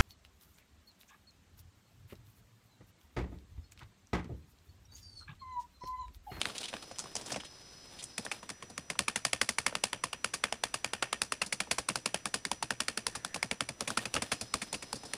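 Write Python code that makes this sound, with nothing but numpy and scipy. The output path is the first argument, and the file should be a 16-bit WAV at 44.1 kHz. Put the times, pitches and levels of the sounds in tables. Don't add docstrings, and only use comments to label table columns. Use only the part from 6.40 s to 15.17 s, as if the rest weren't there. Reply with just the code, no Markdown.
import sys
import numpy as np
from scipy import signal
from scipy.fft import rfft, irfft
from scipy.io import wavfile
from scipy.ndimage import uniform_filter1d

SR = 44100
rng = np.random.default_rng(int(sys.argv[2]) if len(sys.argv) > 2 else 0)


def gain_from_db(level_db):
    decades = np.asarray(level_db, float) / 20
    return 10 ** decades


def int16_out(signal):
    q = np.round(np.clip(np.atleast_2d(signal).T, -1, 1) * 32767)
    wavfile.write(sys.argv[1], SR, q.astype(np.int16))


N = 386757
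SPAN = 8192
LEAD_S = 0.006

# f/Hz, level/dB
ROOM_COLOUR = [(30, -11), (60, -1.5), (200, -4), (500, -8.5), (1000, -13), (2000, -13), (4000, -19),
               (7000, -21.5), (10000, -20.5)]
# start t/s, end t/s, level/dB at the start
HOARSE_SPELLS = [(2.1, 2.24, -63), (6.67, 7.045, -59.5)]
# f/Hz, level/dB before the running or idle change
WHINE_PARTIALS = [(3924, -79), (4264, -77), (4673, -77), (4867, -82), (5071, -69.5), (5141, -69.5),
                  (5168, -70)]
# t/s, level/dB before the grain level is added
RUSTLE_LEVEL = [(0, -59), (.13, -53), (.35, -54), (.63, -59), (.86, -49), (1.04, -63), (1.34, -64.5),
                (1.95, -58.5), (2.2, -77), (7.3, -76), (7.44, -56), (7.65, -56.5), (8.6, -63.5),
                (8.77, -58.5)]
# f/Hz, level/dB
RUSTLE_COLOUR = [(60, -10), (250, 14.5), (700, 12.5), (2000, 4), (3500, 9), (6000, -2), (10000, 4)]
# f/Hz, width/Hz, level/dB
SHEET_MODES = [(3440, 110, -3), (4710, 1270, 2), (6190, 8200, -4.5), (10930, 3300, -1)]
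# f/Hz, width/Hz, level/dB
PANEL_MODES = [(600, 630, 0), (1078, 1250, 2), (2540, 870, 0.5), (3400, 730, -9)]
# f/Hz, width/Hz, level/dB
BAG_MODES = [(75, 28.6, -4), (118.7, 17, 1), (213.8, 83, 1), (312.6, 43, -2.5), (475, 192, -5.5)]
# t/s, knock level/dB, knock f/Hz, crackle level/dB, basic contact length/ms
NIBBLES = [(0.0156, -34, 3080, -27.5, 0.94), (0.027, -54, 3200, -47, 7.8), (0.0553, -32, 2100, -33, 0.66),
           (.096, -43, 1250, -43, 12.3), (0.1514, -46, 2940, -41, 13.4), (0.181, -62, 3200, -34, 4.5),
           (0.208, -63, 3180, -40, 7.8), (0.231, -44.5, 2970, -41, 4), (0.2381, -43.5, 2880, -37, 9.7),
           (.2540, -48, 2970, -38.5, 8), (0.2822, -46, 2610, -38, 10), (0.329, -41.5, 630, -53, 4.6),
           (0.3382, -35.5, 1250, -45, 3.9), (0.366, -45, 1700, -48.5, 3), (.425, -51, 1300, -45.5, 4.2),
           (.5114, -45, 600, -49, 8), (.559, -55, 3000, -56, 3.3), (.5858, -48, 980, -38, 0.52),
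           (0.5922, -51, 940, -34, 0.91), (0.5971, -46.5, 1390, -37, 8.4), (0.6217, -54, 780, -57, 3.5),
           (0.64, -47, 510, -51, 5.3), (0.6564, -46, 940, -60, 5.6), (0.754, -40.5, 726, -32.5, 3.5),
           (0.7642, -41, 3120, -33, 4.2), (0.8112, -47, 510, -43.5, 8.8), (.86, -50, 520, -40, 9),
           (.9026, -41, 1940, -47, 5.4), (.919, -38, 510, -32.5, 10.6), (0.9435, -39.5, 2760, -48, 5.3),
           (0.96, -35, 580, -39.5, 7.3), (1.001, -41.5, 2940, -44.5, 8.4), (1.035, -50, 740, -55, 2.2),
           (1.048, -48, 3200, -44, 12), (1.59, -58, 3100, -40.5, 13), (1.625, -53, 2350, -41.5, 8.6),
           (1.639, -54, 3200, -36.5, 2.9)]
# t/s, crackle centre f/Hz
BITE_BRIGHTNESS = [(0, 3030), (.15, 3220), (.2, 4320), (.235, 3270), (.4, 3300), (.58, 6040), (.96, 5230),
                   (.99, 3320), (1.6, 3400), (1.64, 9650)]
# t/s, knock level/dB, knock f/Hz, crackle level/dB, basic contact length/ms
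TAPS = [(1.78, -35.5, 2500, -30.5, 4), (1.85, -45, 600, -38, 7), (1.8646, -37, 1830, -56, 1.2),
        (1.915, -30.5, 2640, -34.5, 8), (2.0291, -44, 715, -50.5, 8.5), (2.0919, -41.5, 1250, -39.5, 1.8),
        (2.101, -41, 2260, -37, 4.9), (2.2244, -41.5, 1010, -46, 7.4), (2.299, -53, 660, -47, 6.6),
        (2.3787, -36.5, 1110, -35.5, 2.5), (2.501, -31.5, 2320, -33, 5.6), (2.5536, -47.5, 1040, -63, 8.1),
        (2.5911, -25.5, 1160, -23.5, 1.73), (2.6815, -25.5, 940, -28, 5), (2.7592, -29, 2220, -27.5, 5.5),
        (2.8504, -26.5, 1320, -23.5, 3.7), (2.9318, -25.5, 1190, -26, 1.97), (3.0143, -23, 2220, -24, 4.64),
        (3.0901, -28.5, 2120, -25, 4.5), (3.1845, -26, 2300, -26.5, 4), (3.2646, -24, 2210, -25, 3.15),
        (3.3252, -41, 600, -65, 7.1), (3.353, -29, 2790, -30, 1.4), (3.438, -26, 1250, -23.5, 3.36),
        (3.5312, -30, 940, -32, 1.04), (3.6382, -27.5, 973, -28.5, 4.24), (3.73, -32.5, 1270, -35.5, 4),
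        (3.8445, -26.5, 1390, -27.5, 2.2), (3.9374, -32, 1120, -28.5, 10.2),
        (4.039, -24, 2170, -27.5, 2.38), (4.1252, -29, 665, -32, 1.55), (4.2373, -27, 2250, -27, 2.92),
        (4.341, -30, 1220, -28.5, 6.4), (4.4454, -28.5, 2400, -29, 0.95), (4.534, -30, 1590, -32, 3.7),
        (4.625, -25, 1480, -30, 5.36), (4.7285, -27, 1220, -30, 2.62), (4.818, -29, 2600, -24.5, 1.7),
        (4.9214, -28, 1080, -28.5, 4.1), (5.0169, -25.5, 2570, -28.5, 6.8), (5.0625, -65, 2720, -37.5, 8.8),
        (5.1253, -28.5, 2230, -27.5, 7.2), (5.2032, -28, 1270, -28.5, 4.9), (5.272, -50, 754, -62, 7.8),
        (5.312, -26.5, 2470, -24, 7.1), (5.3838, -29, 635, -28.5, 7.7), (5.4877, -29, 1030, -25.5, 3.36),
        (5.499, -33.5, 2720, -50, 6.2), (5.5568, -31, 1480, -28, 2.8), (5.659, -28.5, 1200, -26.5, 3.55),
        (5.744, -28, 1520, -29, 2.35), (5.856, -31.5, 1140, -30, 2.77), (5.864, -41.5, 1770, -41, 8.2),
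        (5.9412, -29, 1130, -26, 5.3), (6.0516, -31.5, 2220, -30.5, 3.2), (6.1154, -28.5, 860, -28.5, 2.2),
        (6.2261, -29, 870, -30, 5.3), (6.3059, -27, 1920, -30, 3.2), (6.4038, -29, 1010, -26.5, 3.2),
        (6.4831, -29, 1070, -28, 3.1), (6.5745, -31.5, 1170, -28, 3), (6.6672, -31, 900, -25.5, 2.2),
        (6.752, -36, 910, -33, 10.7), (6.8482, -34, 1590, -30.5, 0.82), (6.9437, -35, 2500, -33, 6.4),
        (6.9606, -36.5, 705, -39.5, 5.4), (7.0287, -26.5, 2230, -28.5, 1.39),
        (7.1128, -28.5, 2360, -31, 2.14), (7.207, -27.5, 2170, -29, 2.23), (7.2892, -36.5, 2300, -34, 4.2),
        (7.407, -36, 1470, -29.5, 3.1), (7.476, -33, 2550, -31, 9.7), (7.5033, -33.5, 1560, -34, 3.5),
        (7.573, -24.5, 1410, -26.5, 5.1), (7.655, -33.5, 2570, -34.5, 4.6), (7.7406, -33.5, 2660, -28, 3.5),
        (7.7523, -36, 920, -34, 4.7), (7.764, -26.5, 1510, -37, 7.8), (7.8209, -32.5, 2400, -29.5, 6.5),
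        (7.9179, -27, 1120, -26.5, 11.6), (8.0116, -43, 2440, -31.5, 7), (8.1393, -27.5, 1130, -26, 3.14),
        (8.2177, -34, 2330, -33, 12.5), (8.3283, -40, 840, -31.5, 3.9), (8.3417, -34.5, 2730, -34, 11.4),
        (8.4243, -41, 2330, -39.5, 9.2), (8.5291, -34.5, 860, -31, 2.23), (8.5551, -60.5, 600, -39.5, 12),
        (8.634, -45.5, 850, -48, 8.6), (8.6523, -49, 600, -42.5, 14), (8.7354, -34.5, 1030, -31, 2.76)]
# t/s, thump level/dB
BAG_GIVE = [(1.78, -36.5), (1.9, -48), (2.25, -38.5), (2.4, -40), (3.1, -42.5), (3.5, -43.5), (4.9, -45),
            (5.35, -40), (6.2, -39.5), (6.85, -42.5), (7.1, -36.5), (8.2, -36.5), (8.77, -41)]
# f/Hz, level/dB
MICROPHONE = [(20, 5), (50, 2), (10000, 0), (11000, -11), (11800, -23), (12600, -11.5), (14300, -12.5),
              (15300, -21), (16300, -54), (17000, -90)]


def level(x, db):
    return x * gain_from_db(db) / np.sqrt(np.mean(x ** 2))


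def shape(x, points):
    hz, db = np.transpose(points)
    f = np.arange(N // 2 + 1) * SR / N + 1
    gain = gain_from_db(np.interp(np.log(f), np.log(hz), db))
    return irfft(rfft(x) * gain, N)


def ring(hz, width, size=SPAN):
    f = np.arange(size // 2 + 1) * SR / size
    return 1j * f * width / (hz ** 2 - f ** 2 + 1j * f * width)


def body(modes):
    return sum((-1) ** k * gain_from_db(db) * ring(hz, width) for k, (hz, width, db) in enumerate(modes))


def curve(rows):
    return np.interp(np.arange(N) / SR, *np.transpose(rows))


def walk(rate):
    hold = int(SR / rate)
    steps = np.repeat(rng.standard_normal(N // hold + 1), hold)
    smooth = uniform_filter1d(uniform_filter1d(steps, hold), hold)
    return 1.3 * smooth[:N]


def clicks(size, spread_db):
    boost_db = spread_db * np.minimum(rng.exponential(size=size), 4.5)
    return rng.standard_normal(size) * gain_from_db(boost_db)


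def room():
    room_db = -60
    air = level(shape(rng.standard_normal(N), ROOM_COLOUR), room_db)
    return air * gain_from_db(1.0 * walk(10))


def hoarse():
    centre_hz, width_hz, sink_db = 1760, 390, -1
    spectrum = rfft(rng.standard_normal(N)) * ring(centre_hz, width_hz, size=N) ** 2
    hiss = level(irfft(spectrum, N), 0) * gain_from_db(2.1 * walk(12))
    loudness = 0
    for start, end, db in HOARSE_SPELLS:
        fade = [(start - 0.02, 0), (start + 0.016, 1), (end - 0.05, gain_from_db(sink_db)), (end + 0.04, 0)]
        loudness = loudness + gain_from_db(db) * curve(fade)
    return hiss * loudness


def whistle():
    tone_hz, tone_db = 5879.7, -64
    phase = 2 * np.pi * tone_hz * np.arange(N) / SR + 0.22 * walk(13)
    return gain_from_db(tone_db + 1.0 * walk(37)) * np.sqrt(2) * np.sin(phase)


def whine():
    off_s, back_s, fade_s = 1.96, 7.8, 0.12
    run_db, idle_db = 4, -10
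    t = np.arange(N) / SR
    partials = 0
    for hz, db in WHINE_PARTIALS:
        sway_db = 1.5 * walk(40)
        slip = 0.5 * walk(30)
        partials = partials + gain_from_db(db + sway_db) * np.sqrt(2) * np.sin(2 * np.pi * hz * t + slip)
    band = ring(4300, 1500, size=N) + 2.5 * ring(5135, 130, size=N)
    gears = level(irfft(rfft(rng.standard_normal(N)) * band, N), -69.5)
    idle = np.clip(np.minimum(t - off_s, back_s + fade_s - t) / fade_s, 0, 1)
    return (partials + gears) * gain_from_db(run_db + (idle_db - run_db) * idle)


def rustle():
    grains = level(shape(clicks(N, spread_db=6.5), RUSTLE_COLOUR), 1.4)
    flicker = gain_from_db(4.1 * walk(45))
    return grains * flicker * gain_from_db(curve(RUSTLE_LEVEL))


def echoes(t):
    flutter_s = 0.0142
    decay = np.log(1000)
    near_tail = gain_from_db(-29.5) * np.minimum(t / 0.0026, 1) * np.exp(-decay * t / 0.046)
    strength = near_tail + gain_from_db(-58.0) * np.exp(-decay * t / 0.54)
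    for k in range(1, 5):
        late = t - k * flutter_s
        blur_s = 0.002 + 0.002 * k
        strength = strength + gain_from_db(-27 - 8 * k) * (late > 0) * np.exp(-np.abs(late) / blur_s)
    return strength ** 2


def burst(spectrum, db):
    x = irfft(spectrum, SPAN)
    energy = np.sum(x ** 2, axis=1, keepdims=True)
    return x * gain_from_db(db)[:, None] * np.sqrt(SR / 200 / energy)


def contacts(s, knock_db, hz, crackle_db, crackle_colour, thump_db, ms, rise, spread_db):
    t, rows = np.arange(SPAN) / SR, (len(s), SPAN)
    since = np.maximum(t - LEAD_S, 0)
    touch = gain_from_db(-19.5) * np.exp(-np.abs(t - LEAD_S) / 0.0012)

    soft_db, loss_per_db = -39, 0.6
    panel = body(PANEL_MODES) * gain_from_db(loss_per_db * np.minimum(knock_db - soft_db, 0))[:, None]
    spot = ring(hz[:, None], 260) * ring(hz[:, None], 1400)
    knock_colour = panel + gain_from_db(6.0) * spot
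    blurred_spot = gain_from_db(-8.0) * ring(hz[:, None], 1200)
    hollow = gain_from_db(3) * ring(1854, 56)
    room_colour = panel + blurred_spot + hollow

    layers = ((knock_colour, room_colour, knock_db, -1.0, 0.8, 0.7),
              (crackle_colour, crackle_colour, crackle_db, -1.5, 1.15, 0.3))
    sound = 0
    for colour, far_colour, db, wet_db, stretch, blow in layers:
        contact = stretch * np.maximum(ms, 0.5)[:, None] / 1000
        build = 1 - np.exp(-since / (rise * contact))
        let_go = np.exp(-since / (0.71 * contact) - (since / (2.8 * contact)) ** 4)
        press = touch + build * let_go
        press_energy = np.sum(press ** 2, axis=1)
        slips = press * clicks(rows, spread_db)
        slips = slips * np.sqrt(press_energy / np.sum(slips ** 2, axis=1))[:, None]
        hard = blow * np.sqrt(press_energy * np.minimum(3.8 / ms, 1))
        slips[np.arange(len(s)), np.argmax(press, axis=1)] = hard
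        echo_power = irfft(rfft(press ** 2) * rfft(echoes(t)), SPAN)
        wash = np.sqrt(np.abs(echo_power)) * level(clicks(rows, spread_db=3.5), wet_db)
        sound = sound + burst(rfft(slips) * colour + rfft(wash) * far_colour, db)

    push = (since / 0.006) * np.exp(-since / 0.0073)
    sound = sound + burst(rfft(push * rng.standard_normal(rows)) * body(BAG_MODES), thump_db)

    out = np.zeros(N + SPAN)
    starts = ((s - LEAD_S - 0.12 * ms / 1000) * SR).astype(int)
    for start, row in zip(starts, sound):
        out[start:start + SPAN] += row
    return out[:N]


def nibbles():
    s, knock_db, hz, crackle_db, ms = np.transpose(NIBBLES)
    crackle_hz = np.interp(s, *np.transpose(BITE_BRIGHTNESS))[:, None]
    bite = ring(crackle_hz, 0.51 * crackle_hz) * ring(5200, 8600)
    colour = bite + 0.22 * body(SHEET_MODES)
    thump_db = knock_db - 5.5 - 4.4 * np.log2(hz / 1000)
    return contacts(s, knock_db, hz, crackle_db, colour, thump_db, ms, rise=0.53, spread_db=5.5)


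def taps():
    usual_step_db, thump_per_step_db, scatter_db = -30, 0.55, 1
    s, knock_db, hz, crackle_db, ms = np.transpose(TAPS)
    harder_db = np.maximum(knock_db, crackle_db) - usual_step_db
    give_db = np.interp(s, *np.transpose(BAG_GIVE))
    thump_db = give_db + thump_per_step_db * harder_db + scatter_db * rng.standard_normal(len(s))
    colour = body(SHEET_MODES) * ring(7200, 9000)
    return contacts(s, knock_db, hz, crackle_db, colour, thump_db, ms, rise=0.24, spread_db=3.0)


def scene():
    background = room() + hoarse() + whistle() + whine()
    bird = rustle() + nibbles() + taps()
    mono = background + bird
    return np.array([mono, mono])


def top_cut(x):
    return signal.sosfilt(signal.butter(12, 16460, fs=SR, output="sos"), x)


def record(dry):
    mix = shape(dry, MICROPHONE)
    return top_cut(mix)


dry = scene()
out = record(dry)
int16_out(out)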